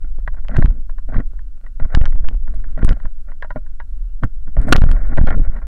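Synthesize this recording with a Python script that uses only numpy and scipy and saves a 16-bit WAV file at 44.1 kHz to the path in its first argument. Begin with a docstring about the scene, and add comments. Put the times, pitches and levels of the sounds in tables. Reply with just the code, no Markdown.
"""A yard of rough asphalt, heard from a small camera on a pole in the hand of an inline skater.
The wheels are a pole's length away, but their grit and knocks travel up the rattling pole
and ring the plastic case right at the one microphone. Each stride shakes slow swings of air
into that microphone, which overloads: it thuds and chokes all else.
Far beneath lie a faint, thin whine and the dull hum of the yard."""
import sys
import numpy as np
from scipy import signal
from scipy.fft import rfft, irfft, next_fast_len
from scipy.io import wavfile
from scipy.ndimage import uniform_filter1d, map_coordinates

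SR = 44100
rng = np.random.default_rng(int(sys.argv[2]) if len(sys.argv) > 2 else 0)


def master_out(mix):
    """Clip the mix to full scale and print it as 16-bit PCM to the path in sys.argv[1]."""
    frames = np.transpose(np.atleast_2d(mix))
    ceiling = np.clip(frames, -1, 1)
    pcm = np.round(ceiling * 32767).astype(np.int16)
    wavfile.write(sys.argv[1], SR, pcm)


N = 250036
TIME = np.arange(N) / SR
FFT_SIZE = 2 * next_fast_len(N // 2 + SR // 4)


# Pushes and scuffs of the wheels, down on the asphalt. Each row: start in seconds, length in seconds,
# relative grit level in dB, swell over the stroke in dB, relative shudder level in dB.
WHEEL_STROKES = [(0.039, 0.004, -55.5, 18, -50.5), (0.372, 0.027, -53, -8, -50.5),
                 (0.496, 0.085, -40, 10.5, -33), (0.585, 0.024, -43, 8, -22), (0.606, 0.01, -35.5, 7, -32),
                 (0.657, 0.17, -63, -14, -43), (1.088, 0.0079, -49, 6.5, -36),
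                 (1.126, 0.064, -44, 10.5, -29.5), (1.184, .018, -41, 10.5, -32),
                 (1.644, 0.022, -58, -13, -72), (1.802, 0.056, -45.5, -5, -38.5),
                 (1.868, 0.1, -48, 24, -66), (1.976, 0.059, -29.5, -10, -25),
                 (2.054, 0.28, -63, 7.5, -46.5), (2.483, 0.25, -65, -9, -48),
                 (2.773, 0.14, -44, 1.5, -32.5), (2.868, 0.059, -38.5, 2, -29.5),
                 (2.957, 0.12, -57, -3.5, -53), (3.034, 0.012, -50, 10, -44.5),
                 (3.278, 0.043, -54, -8, -53), (3.558, 0.006, -40, 14, -31.5), (4.23, 0.013, -43, 6, -22),
                 (4.476, 0.013, -52.5, 0, -40), (4.561, 0.1, -45, 5.5, -33),
                 (4.667, 0.11, -33, 14.5, -19.5), (4.786, 0.15, -42.5, 6, -34), (4.922, 0.16, -43, -5, -42),
                 (5.088, 0.044, -40, 9, -33.5), (5.153, 0.094, -43, -7.5, -21.5),
                 (5.262, 0.08, -30, -8, -29.5), (5.341, 0.056, -45, 6.5, -26.5),
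                 (5.39, 0.12, -52.5, -6.5, -47.5), (5.521, 0.068, -47.5, 2.5, -43.5),
                 (5.618, 0.053, -54.5, -9, -58)]

def wheels(judder_db=2, surge_db=1.5, stones_per_s=260, wheel_hz=2200, leak_db=-24):
    """Clumps of grit and small stones shake the pole with each stroke; soft wheels pass little treble."""
    grit = unit(rng.standard_normal(N) * amp(4.5 * wobble(180)))
    stones = .6 * unit((rng.random(N) < stones_per_s / SR) * rng.uniform(-1, 1, N))
    road = grit + stones
    cushioned = signal.sosfilt(signal.butter(10, wheel_hz, fs=SR, output="sos"), road)
    load = stroke_load([row[2] for row in WHEEL_STROKES], release_db_per_s=1096, coast_db=-76)
    load *= amp(judder_db * wobble(35) + surge_db * wobble(16))
    return through_pole(load * (cushioned + amp(leak_db) * road))


def stroke_load(levels_db, release_db_per_s, coast_db, press_db_per_s=2197):
    """Gain over time: each stroke sets in fast, swells or eases under the weight, and lets go."""
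    power = np.full(N, amp(coast_db) ** 2)
    for (start, length, _, swell_db, _), db in zip(WHEEL_STROKES, levels_db):
        t = TIME - start
        held_db = db + swell_db * (np.clip(t / length, 0, 1) - .5)
        drop_db = press_db_per_s * np.maximum(-t, 0) + release_db_per_s * np.maximum(t - length, 0)
        audible = drop_db < 80
        power[audible] += amp(held_db[audible] - drop_db[audible]) ** 2
    return np.sqrt(power)


# Resonances of pole and case, on the way from wheels to microphone.
# Each row: frequency in Hz, width in Hz, relative gain in dB.
POLE_MODES = [(288, 11, 5), (504, 150, -6), (629, 240, 6.5), (1090, 77, 1), (1379, 110, 7), (1770, 76, -7),
              (2180, 190, -18), (2950, 320, -25), (3870, 380, -32)]

def through_pole(x, grip_hz=3200):
    """x rings the resonances of the pole, whose grip soaks up the treble; a filter of unit energy."""
    f = np.fft.rfftfreq(FFT_SIZE, 1 / SR)
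    response = sum(amp(db) * 1j * f * width / (hz ** 2 - f ** 2 + 1j * f * width)
                   for hz, width, db in POLE_MODES)
    response /= 1 + np.sqrt(2) * 1j * f / grip_hz - (f / grip_hz) ** 2
    response /= np.sqrt(np.mean(np.abs(response) ** 2))
    return irfft(rfft(x, FFT_SIZE) * response, FFT_SIZE)[:N]


# The pole's rumble at the camera end. Each row: frequency in Hz, relative level in dB.
SHUDDER_SPECTRUM = [(25, -12.5), (60, -11), (120, 2), (180, -5), (255, -1), (340, -17.5), (450, -19.5),
                    (600, -23.5), (1000, -91.5)]

def shudder(level_db=2):
    """The long pole rumbles whenever a stride loads it."""
    load = stroke_load([row[4] for row in WHEEL_STROKES], release_db_per_s=896, coast_db=-63.5)
    return amp(level_db) * load * steadied(noise(SHUDDER_SPECTRUM), span=SR // 20)


# Air striking the microphone as the pole swings. Each row: start in seconds, length in seconds,
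# pressure in full scales before clipping (push +, suction -), flutter in Hz.
AIR_BUFFETS = [(0.567, 0.017, 1.5, 14.8), (0.585, 0.011, 1.25, 108), (0.594, 0.062, -1.17, 17.8),
               (0.645, 0.013, -2, 33.8), (0.68, 0.034, 0.77, 24), (1.165, 0.023, 1.3, 17.2),
               (1.82, 0.043, 1, 14), (1.945, 0.0075, 1.6, 21), (1.9477, 0.036, -1.5, 17.9),
               (1.9735, 0.049, 4, 11.7), (2.013, 0.032, -1, 14.6), (2.059, 0.099, 0.8, 18),
               (2.163, 0.051, 0.84, 9.7), (2.235, 0.052, 1.1, 8.2), (2.8316, 0.018, 5, 22.8),
               (2.8457, 0.041, -1.5, 11.6), (2.891, 0.034, 1.3, 26.7), (3.049, 0.026, 0.41, 21.7),
               (4.225, 0.037, 0.5, 10), (4.2378, 0.022, 0.24, 105), (4.574, 0.034, 1.1, 33.2),
               (4.708, 0.0486, -1.46, 10.8), (4.757, 0.032, 2, 18.5), (4.782, 0.059, -1.5, 11),
               (4.8181, 0.051, 3, 23.2), (4.844, 0.072, -1.52, 20.3), (4.903, 0.034, 0.97, 8),
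               (5.133, 0.056, -1.22, 9.05), (5.19, 0.054, 3, 20.5), (5.241, 0.071, 1.26, 12.5),
               (5.375, 0.046, -1.2, 18.6), (5.475, 0.025, 1.04, 13.2)]
# Airflow at the port, strongest in the last strides. Each row: time in seconds, relative level in dB.
AIRFLOW = [(.45, -14), (1.3, -15.5), (1.6, -23.5), (2.1, -8.5), (3.05, -14.5), (3.3, -19), (4.3, -16.5),
           (4.65, -9.5), (5.4, -6.5), (5.66, -20)]
# The deep eddies in that flow. Each row: frequency in Hz, relative level in dB.
EDDY_SPECTRUM = [(5, -22), (11, 5), (26, -12.5), (38, -10.5), (52, -25), (75, -32), (120, -59), (300, -110),
                 (600, -120)]

def wind(flow_db=-2, fade_db_per_s=35.5, release_s=.008, smooth_s=.0002):
    """Slow eddies at the microphone port, and a heavy flutter of pressure with each buffet."""
    swings, buffeted = np.zeros(N), np.zeros(N)
    for start, length, pressure, hz in AIR_BUFFETS:
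        t = np.arange(int(length * SR)) / SR
        fade = amp(-fade_db_per_s * t) * np.minimum((length - t) / release_s, 1)
        add(swings, start, pressure * fade * np.sin(2 * np.pi * hz * t))
        add(buffeted, start, np.ones(len(t)))
    width = int(smooth_s * SR)
    swings = uniform_filter1d(uniform_filter1d(swings, width), width)
    flow = amp(np.interp(TIME, *np.transpose(AIRFLOW)) + flow_db)
    eddies = flow * steadied(noise(EDDY_SPECTRUM), span=SR // 4)
    # a buffet sweeps the small eddies away from the port
    swept = signal.fftconvolve(np.minimum(buffeted, 1), np.hanning(SR // 20) / (SR // 40), "same")
    return swings + (1 - .7 * swept) * eddies


# Knocks of skates and pole, heard through the case. Each row: start in seconds, relative ring and
# body levels in dB, favoured frequency in Hz, ring time as a multiple of the case's own.
CASE_KNOCKS = [(.276, -23.5, -25, 1870, 0.66), (0.342, -50, -42, 1090, 0.96),
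               (0.449, -47, -44.5, 550, 0.96), (0.492, -46, -30.5, 570, 0.88),
               (0.515, -39, -34, 1250, 0.33), (0.534, -41, -37, 1920, 0.63), (.546, -30.5, -32, 1410, 1.1),
               (.561, -23, -30, 1790, 0.91), (.624, -21, -22, 633, 0.43), (.894, -41, -41.5, 700, 0.74),
               (.983, -39.5, -41.5, 1960, 0.8), (1.088, -51, -32, 1600, 0.5), (1.099, -53, -36, 1930, 0.65),
               (1.122, -42, -27.5, 1410, 1.1), (1.142, -28.5, -28.5, 1095, 0.73),
               (1.158, -35, -29, 900, 0.42), (1.166, -28.5, -32, 1550, 0.86), (1.191, -38, -32, 1300, 0.21),
               (1.202, -34, -37, 945, 0.41), (1.391, -42.5, -56, 550, 0.61), (1.664, -41, -64, 1980, 0.79),
               (1.799, -31, -26.5, 510, 0.46), (1.847, -40, -43, 1840, 0.53),
               (1.941, -31.5, -24.5, 1370, 0.68), (2.06, -29, -44, 1870, 0.66),
               (2.124, -36, -32, 718, 0.27), (2.192, -28.5, -42, 1385, 0.29),
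               (2.242, -43.5, -38.5, 1460, 1), (2.475, -39.5, -40.5, 1195, 0.74),
               (2.539, -48.5, -43, 590, 0.57), (2.595, -53.5, -51, 1470, 0.74),
               (2.64, -41.5, -57.5, 1730, 1.07), (2.686, -55, -55.5, 1410, 0.79),
               (2.7765, -37, -30, 610, .8), (2.791, -34, -49, 1930, 0.45), (2.817, -38, -42, 1170, .7),
               (2.827, -29.5, -37, 1700, 0.27), (2.878, -32.5, -24.5, 1450, 0.76),
               (2.921, -45, -38, 1610, 0.64), (2.968, -49, -36, 1510, 0.55), (3, -38, -70, 1500, 0.57),
               (3.054, -34.5, -34.5, 1150, 0.46), (3.318, -41, -60, 1970, 0.67),
               (3.424, -22.5, -39, 1620, 0.85), (3.445, -34.5, -32, 900, 1.07),
               (3.505, -28.5, -33, 980, 1.03), (3.559, -36, -21, 682, 1.2), (3.663, -51, -59, 1650, 1.3),
               (3.8, -29.5, -41.5, 920, 1.18), (4.226, -44, -32.5, 1610, 0.62),
               (4.2339, -20.5, -34, 1534, 0.75), (4.473, -45, -46, 1670, 1), (4.567, -32, -25, 684, 1.07),
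               (4.585, -41.5, -29, 1960, 0.5), (4.684, -27, -19, 1460, 0.84),
               (4.7465, -23.5, -20, 1920, 0.8), (4.757, -15.5, -4, 1110, 0.73),
               (4.819, -22.5, -39, 1970, 0.54), (4.836, -26, -14.5, 535, 0.49),
               (4.889, -33, -36, 1890, 0.44), (4.966, -38.5, -32.5, 1960, 0.79),
               (5.172, -20.5, -14, 747, .5), (5.181, -22.5, -20.5, 583, 1), (5.211, -29, -25, 570, 0.56),
               (5.271, -31.5, -21, 1480, 0.92), (5.304, -24.5, -15, 1420, 0.4),
               (5.326, -30.5, -25, 1700, 0.4), (5.564, -38.5, -48, 1833, 1.8)]
# The plastic case around the microphone. Each row: frequency in Hz, relative level in dB, t60 in seconds.
CASE_MODES = [(424, -9.5, .025), (613, 10.5, 0.051), (810, 6.5, 0.025), (988, 7, 0.058), (1109, 5, 0.041),
              (1449, 8.5, 0.042), (1574, 6, 0.052), (1858, 7, 0.038), (2177, -3.5, .02), (2820, 1, 0.066),
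              (3080, -4, 0.011), (4050, -1.5, 0.024), (4090, -9, .03)]
# The crack of plastic on plastic that opens a knock. Each row: frequency in Hz, relative level in dB.
CRACK_SPECTRUM = [(250, -18), (600, -1.5), (1000, -1.5), (1500, 5), (1900, 0.5), (2500, -17.5),
                  (3200, -20.5), (4000, -23), (5000, -46.5), (9000, -57.5)]

def knocks(thump_hz=130, thump_t60=.12, crack_t60=.037, focus_width=.13, attack_s=.000067):
    """Blows crack on the case: ring drives its upper modes; body drives the low ones and a pole thump."""
    ringing, cracks, t = np.zeros(N), np.zeros(N), np.arange(SR // 6) / SR
    hz, mode_db, t60 = np.transpose(CASE_MODES)
    polarity = (-1) ** np.arange(len(hz))[:, None]
    for start, ring_db, body_db, favoured_hz, ring_scale in CASE_KNOCKS:
        detune = np.where(hz < 2400, .02, .06) * rng.standard_normal(len(hz))
        scatter_db = 1.3 * rng.standard_normal(len(hz))
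        drive_db = np.select([hz < 820, hz < 2400], [body_db - 9, ring_db - 9], ring_db - 25)
        # the place of contact favours the modes around one frequency and draws them towards it
        nearness = np.exp(-(np.log(hz / favoured_hz) / focus_width) ** 2)
        onset_db = drive_db + 4.5 * (nearness - .5) + mode_db + scatter_db
        pitch = (hz + .5 * nearness * (favoured_hz - hz)) * (1 + detune)
        waves = polarity * np.sin(2 * np.pi * pitch[:, None] * t)
        modes = amp(onset_db[:, None] - 60 * t / (ring_scale * t60[:, None])) * waves
        thump = amp(body_db - 8 - 60 * t / thump_t60) * np.sin(2 * np.pi * thump_hz * t)
        struck = (modes.sum(0) + thump) * (1 - np.exp(-t / attack_s))
        add(ringing, start, signal.fftconvolve(struck, jolt(t60=.016, chatter=.4)))
        burst = rng.standard_normal(len(t)) * amp(-60 * t / (ring_scale * crack_t60))
        add(cracks, start, amp(ring_db + 18) * burst / np.linalg.norm(burst))
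    return ringing + coloured(cracks, CRACK_SPECTRUM)


# The joints, along the pole from the microphone. Each row: start in seconds, relative level in dB.
JOINT_SNAPS = [(.4845, -26.5), (.5675, -16), (.659, -22.5), (1.2035, -39), (1.9496, -5.5), (2.0144, -30),
               (2.0555, -15.5), (2.2871, -20.5), (2.8915, -14.5), (2.9295, -27), (3.4245, -31),
               (4.236, -33), (4.7615, -10), (4.7642, -2.5), (4.7815, -25), (4.8185, -24.5), (4.8385, -27),
               (4.915, -19), (5.1712, -18), (5.1795, -28.5), (5.2115, -27.5), (5.272, -21), (5.3055, -30.5)]
# Their bright tone. Each row: frequency in Hz, relative level in dB.
SNAP_SPECTRUM = [(200, -16), (1000, -0.5), (1600, 2.5), (2400, -3), (3050, 0.5), (3600, -8.5), (5000, -14),
                 (7000, -23.5), (10000, -35), (16000, -46)]

def joint_snaps(gain_db=12):
    """The pole's joints snap and chatter briefly as the arm swings."""
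    return amp(gain_db) * contacts(JOINT_SNAPS, SNAP_SPECTRUM, t60=.0076, chatter=.94)


# Bumps at the grip, the far end of the pole. Each row: start in seconds, relative level in dB.
GRIP_TAPS = [(.187, -33), (.589, -16), (.646, -17), (.673, -28), (.705, -27.5), (.753, -42), (.798, -40),
             (1.335, -38.5), (1.9495, -22), (2.081, -27.5), (2.159, -28), (2.313, -30), (2.329, -34),
             (2.347, -29.5), (2.848, -20.5), (4.042, -50)]
# Their dull tone. Each row: frequency in Hz, relative level in dB.
TAP_SPECTRUM = [(100, 0.5), (300, -5), (600, -9.5), (1100, -19), (1900, -32.5), (3000, -35.5),
                (8000, -58.5)]

def grip_taps(gain_db=17):
    """The grip bumps the pole with short, dull taps."""
    return amp(gain_db) * contacts(GRIP_TAPS, TAP_SPECTRUM, t60=.0012, chatter=.54)


# Ticks and clacks of the mount, right by the microphone. Each row: start in seconds, relative level in dB.
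MOUNT_TICKS = [(.5695, -28.5), (1.9496, -42.5), (2.545, -39.5), (2.8482, -14.5), (2.9105, -31.5),
               (4.2445, -28), (4.6165, -29.5), (4.6275, -40), (4.675, -29.5), (4.6925, -22.5), (4.709, -33),
               (4.7643, -7.5), (4.782, -41.5), (4.8203, -32), (4.839, -36), (4.9155, -23), (5.1725, -31)]
MOUNT_CLACKS = [(4.7248, 11), (4.7277, 7), (4.729, 3), (4.7318, -3), (4.764, -6.5)]
# The thin tick and the hollow clack. Each row: frequency in Hz, relative level in dB.
TICK_SPECTRUM = [(1000, 0), (3000, -13), (6500, -16.5), (9200, -3.5), (11000, -23), (16000, -25)]
CLACK_SPECTRUM = [(120, -1), (230, 9), (480, -1), (660, 4.5), (950, 0.5), (1200, 4), (1460, 9.5),
                  (1750, -0.5), (2200, -12), (2750, -9.5), (5000, -29.5), (9000, -43), (16000, -59.5)]

def mount(tick_db=8, clack_db=19):
    """The mount ticks lightly; in one late cluster the pole clacks hard against it."""
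    ticks = amp(tick_db) * contacts(MOUNT_TICKS, TICK_SPECTRUM, t60=.005, chatter=.25)
    clacks = amp(clack_db) * contacts(MOUNT_CLACKS, CLACK_SPECTRUM, t60=.017, chatter=1.4)
    return ticks + clacks


def rattle(hits_per_s=13, level_db=-40, spread_db=3, glide_s=(3.7, 4.45)):
    """Loose parts of the pole patter faintly, except during the smooth glide."""
    loose = (TIME < glide_s[0]) | (TIME > glide_s[1])
    hits = loose * (rng.random(N) < hits_per_s / SR)
    strength = amp(spread_db * np.clip(rng.standard_normal(N), -2, 2))
    return amp(level_db) * through_pole(hits * strength)


# High electronic tones, barely there at the microphone. Each row: frequency in Hz, typical rms level in dB.
WHINE_TONES = [(2810, -87.5), (4215, -87), (5685, -92.5), (7031, -94), (8436, -86)]

def whine(drift=.00026, waver_db=3.1):
    """A faint, thin whine of a few high tones, wavering slightly in level."""
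    clock = np.cumsum(1 + drift * wobble(28)) / SR
    return np.sqrt(2) * sum(amp(db + waver_db * wobble(28)) * np.sin(2 * np.pi * hz * clock)
                            for hz, db in WHINE_TONES)


# The yard, all around the microphone. Each row: frequency in Hz, relative level in dB.
YARD_SPECTRUM = [(40, -3), (130, -8.5), (190, -3.5), (255, 11), (350, -23.5), (600, -7), (900, -14.5),
                 (1230, -12.5), (1430, -4.5), (2000, -22.5), (2600, -21.5), (8200, -20), (15000, -22.5)]

def yard_hum(level_db=-65):
    """A dull, steady hum lies behind the skater."""
    return amp(level_db) * noise(YARD_SPECTRUM)


def contacts(rows, spectrum, t60, chatter):
    """One jolt for each contact, coloured by the part that is struck."""
    track = np.zeros(N)
    for start, db in rows:
        add(track, start, amp(db) * jolt(t60, chatter))
    return coloured(track, spectrum)


def jolt(t60, chatter, count=SR // 20):
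    """A sharp push followed by a brief chatter of the surfaces; unit energy."""
    decay = amp(-60 * np.arange(count) / SR / t60)
    force = chatter * unit(rng.standard_normal(count) * decay) / np.sqrt(count)
    force[0] += 1
    return force / np.linalg.norm(force)


def coloured(x, spectrum):
    """x through a causal filter of unit energy with the given (Hz, dB) shape."""
    hz, db = np.transpose(spectrum)
    f = np.fft.rfftfreq(FFT_SIZE, 1 / SR)
    gain = amp(np.interp(np.log(f + 1), np.log(hz), db))
    cepstrum = irfft(np.log(unit(gain) + 1e-9))
    # minimum phase: nothing sounds ahead of a hit
    cepstrum[1:FFT_SIZE // 2] *= 2
    cepstrum[FFT_SIZE // 2 + 1:] = 0
    return irfft(rfft(x, FFT_SIZE) * np.exp(rfft(cepstrum)), FFT_SIZE)[:N]


def noise(spectrum):
    """Coloured noise of rms 1."""
    return unit(coloured(rng.standard_normal(N), spectrum))


def steadied(x, span):
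    """x with its chance swells, slower than span samples, levelled out."""
    window = np.hanning(span)
    power = signal.fftconvolve(x ** 2, window / window.sum(), "same")
    return x / np.sqrt(np.abs(power) + 1e-9)


def wobble(rate):
    """A smooth random curve, rate knots a second."""
    return map_coordinates(rng.standard_normal(int(N * rate / SR) + 4), [TIME * rate])


def add(track, start, sound):
    """Mix a sound into the track, start seconds in."""
    part = track[max(round(start * SR), 0):][:len(sound)]
    part += sound[:len(part)]


def amp(db):
    return 10 ** (np.asarray(db) / 20)


def unit(x):
    return x / np.sqrt(np.mean(x ** 2) + 1e-20)


def scene():
    """Everything reaches the one microphone at the end of the pole."""
    skating = wheels() + shudder() + rattle() + knocks() + joint_snaps() + grip_taps() + mount()
    return (skating + wind() + whine() + yard_hum())[None]


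def record(dry, ceiling=.707, dull_hz=9000, hiss_db=-80, top_hz=15800):
    """The input clips flat, so a strong buffet chokes the rest; soft treble, hiss, a band limit follow."""
    clipped = dry / (1 + np.abs(dry / ceiling) ** 20) ** (1 / 20)
    dulled = signal.sosfilt(signal.butter(1, dull_hz, fs=SR, output="sos"), clipped)
    hissy = dulled + amp(hiss_db) * rng.standard_normal(dry.shape)
    return signal.sosfiltfilt(signal.butter(14, top_hz, fs=SR, output="sos"), hissy)


dry = scene()
out = record(dry)
master_out(out)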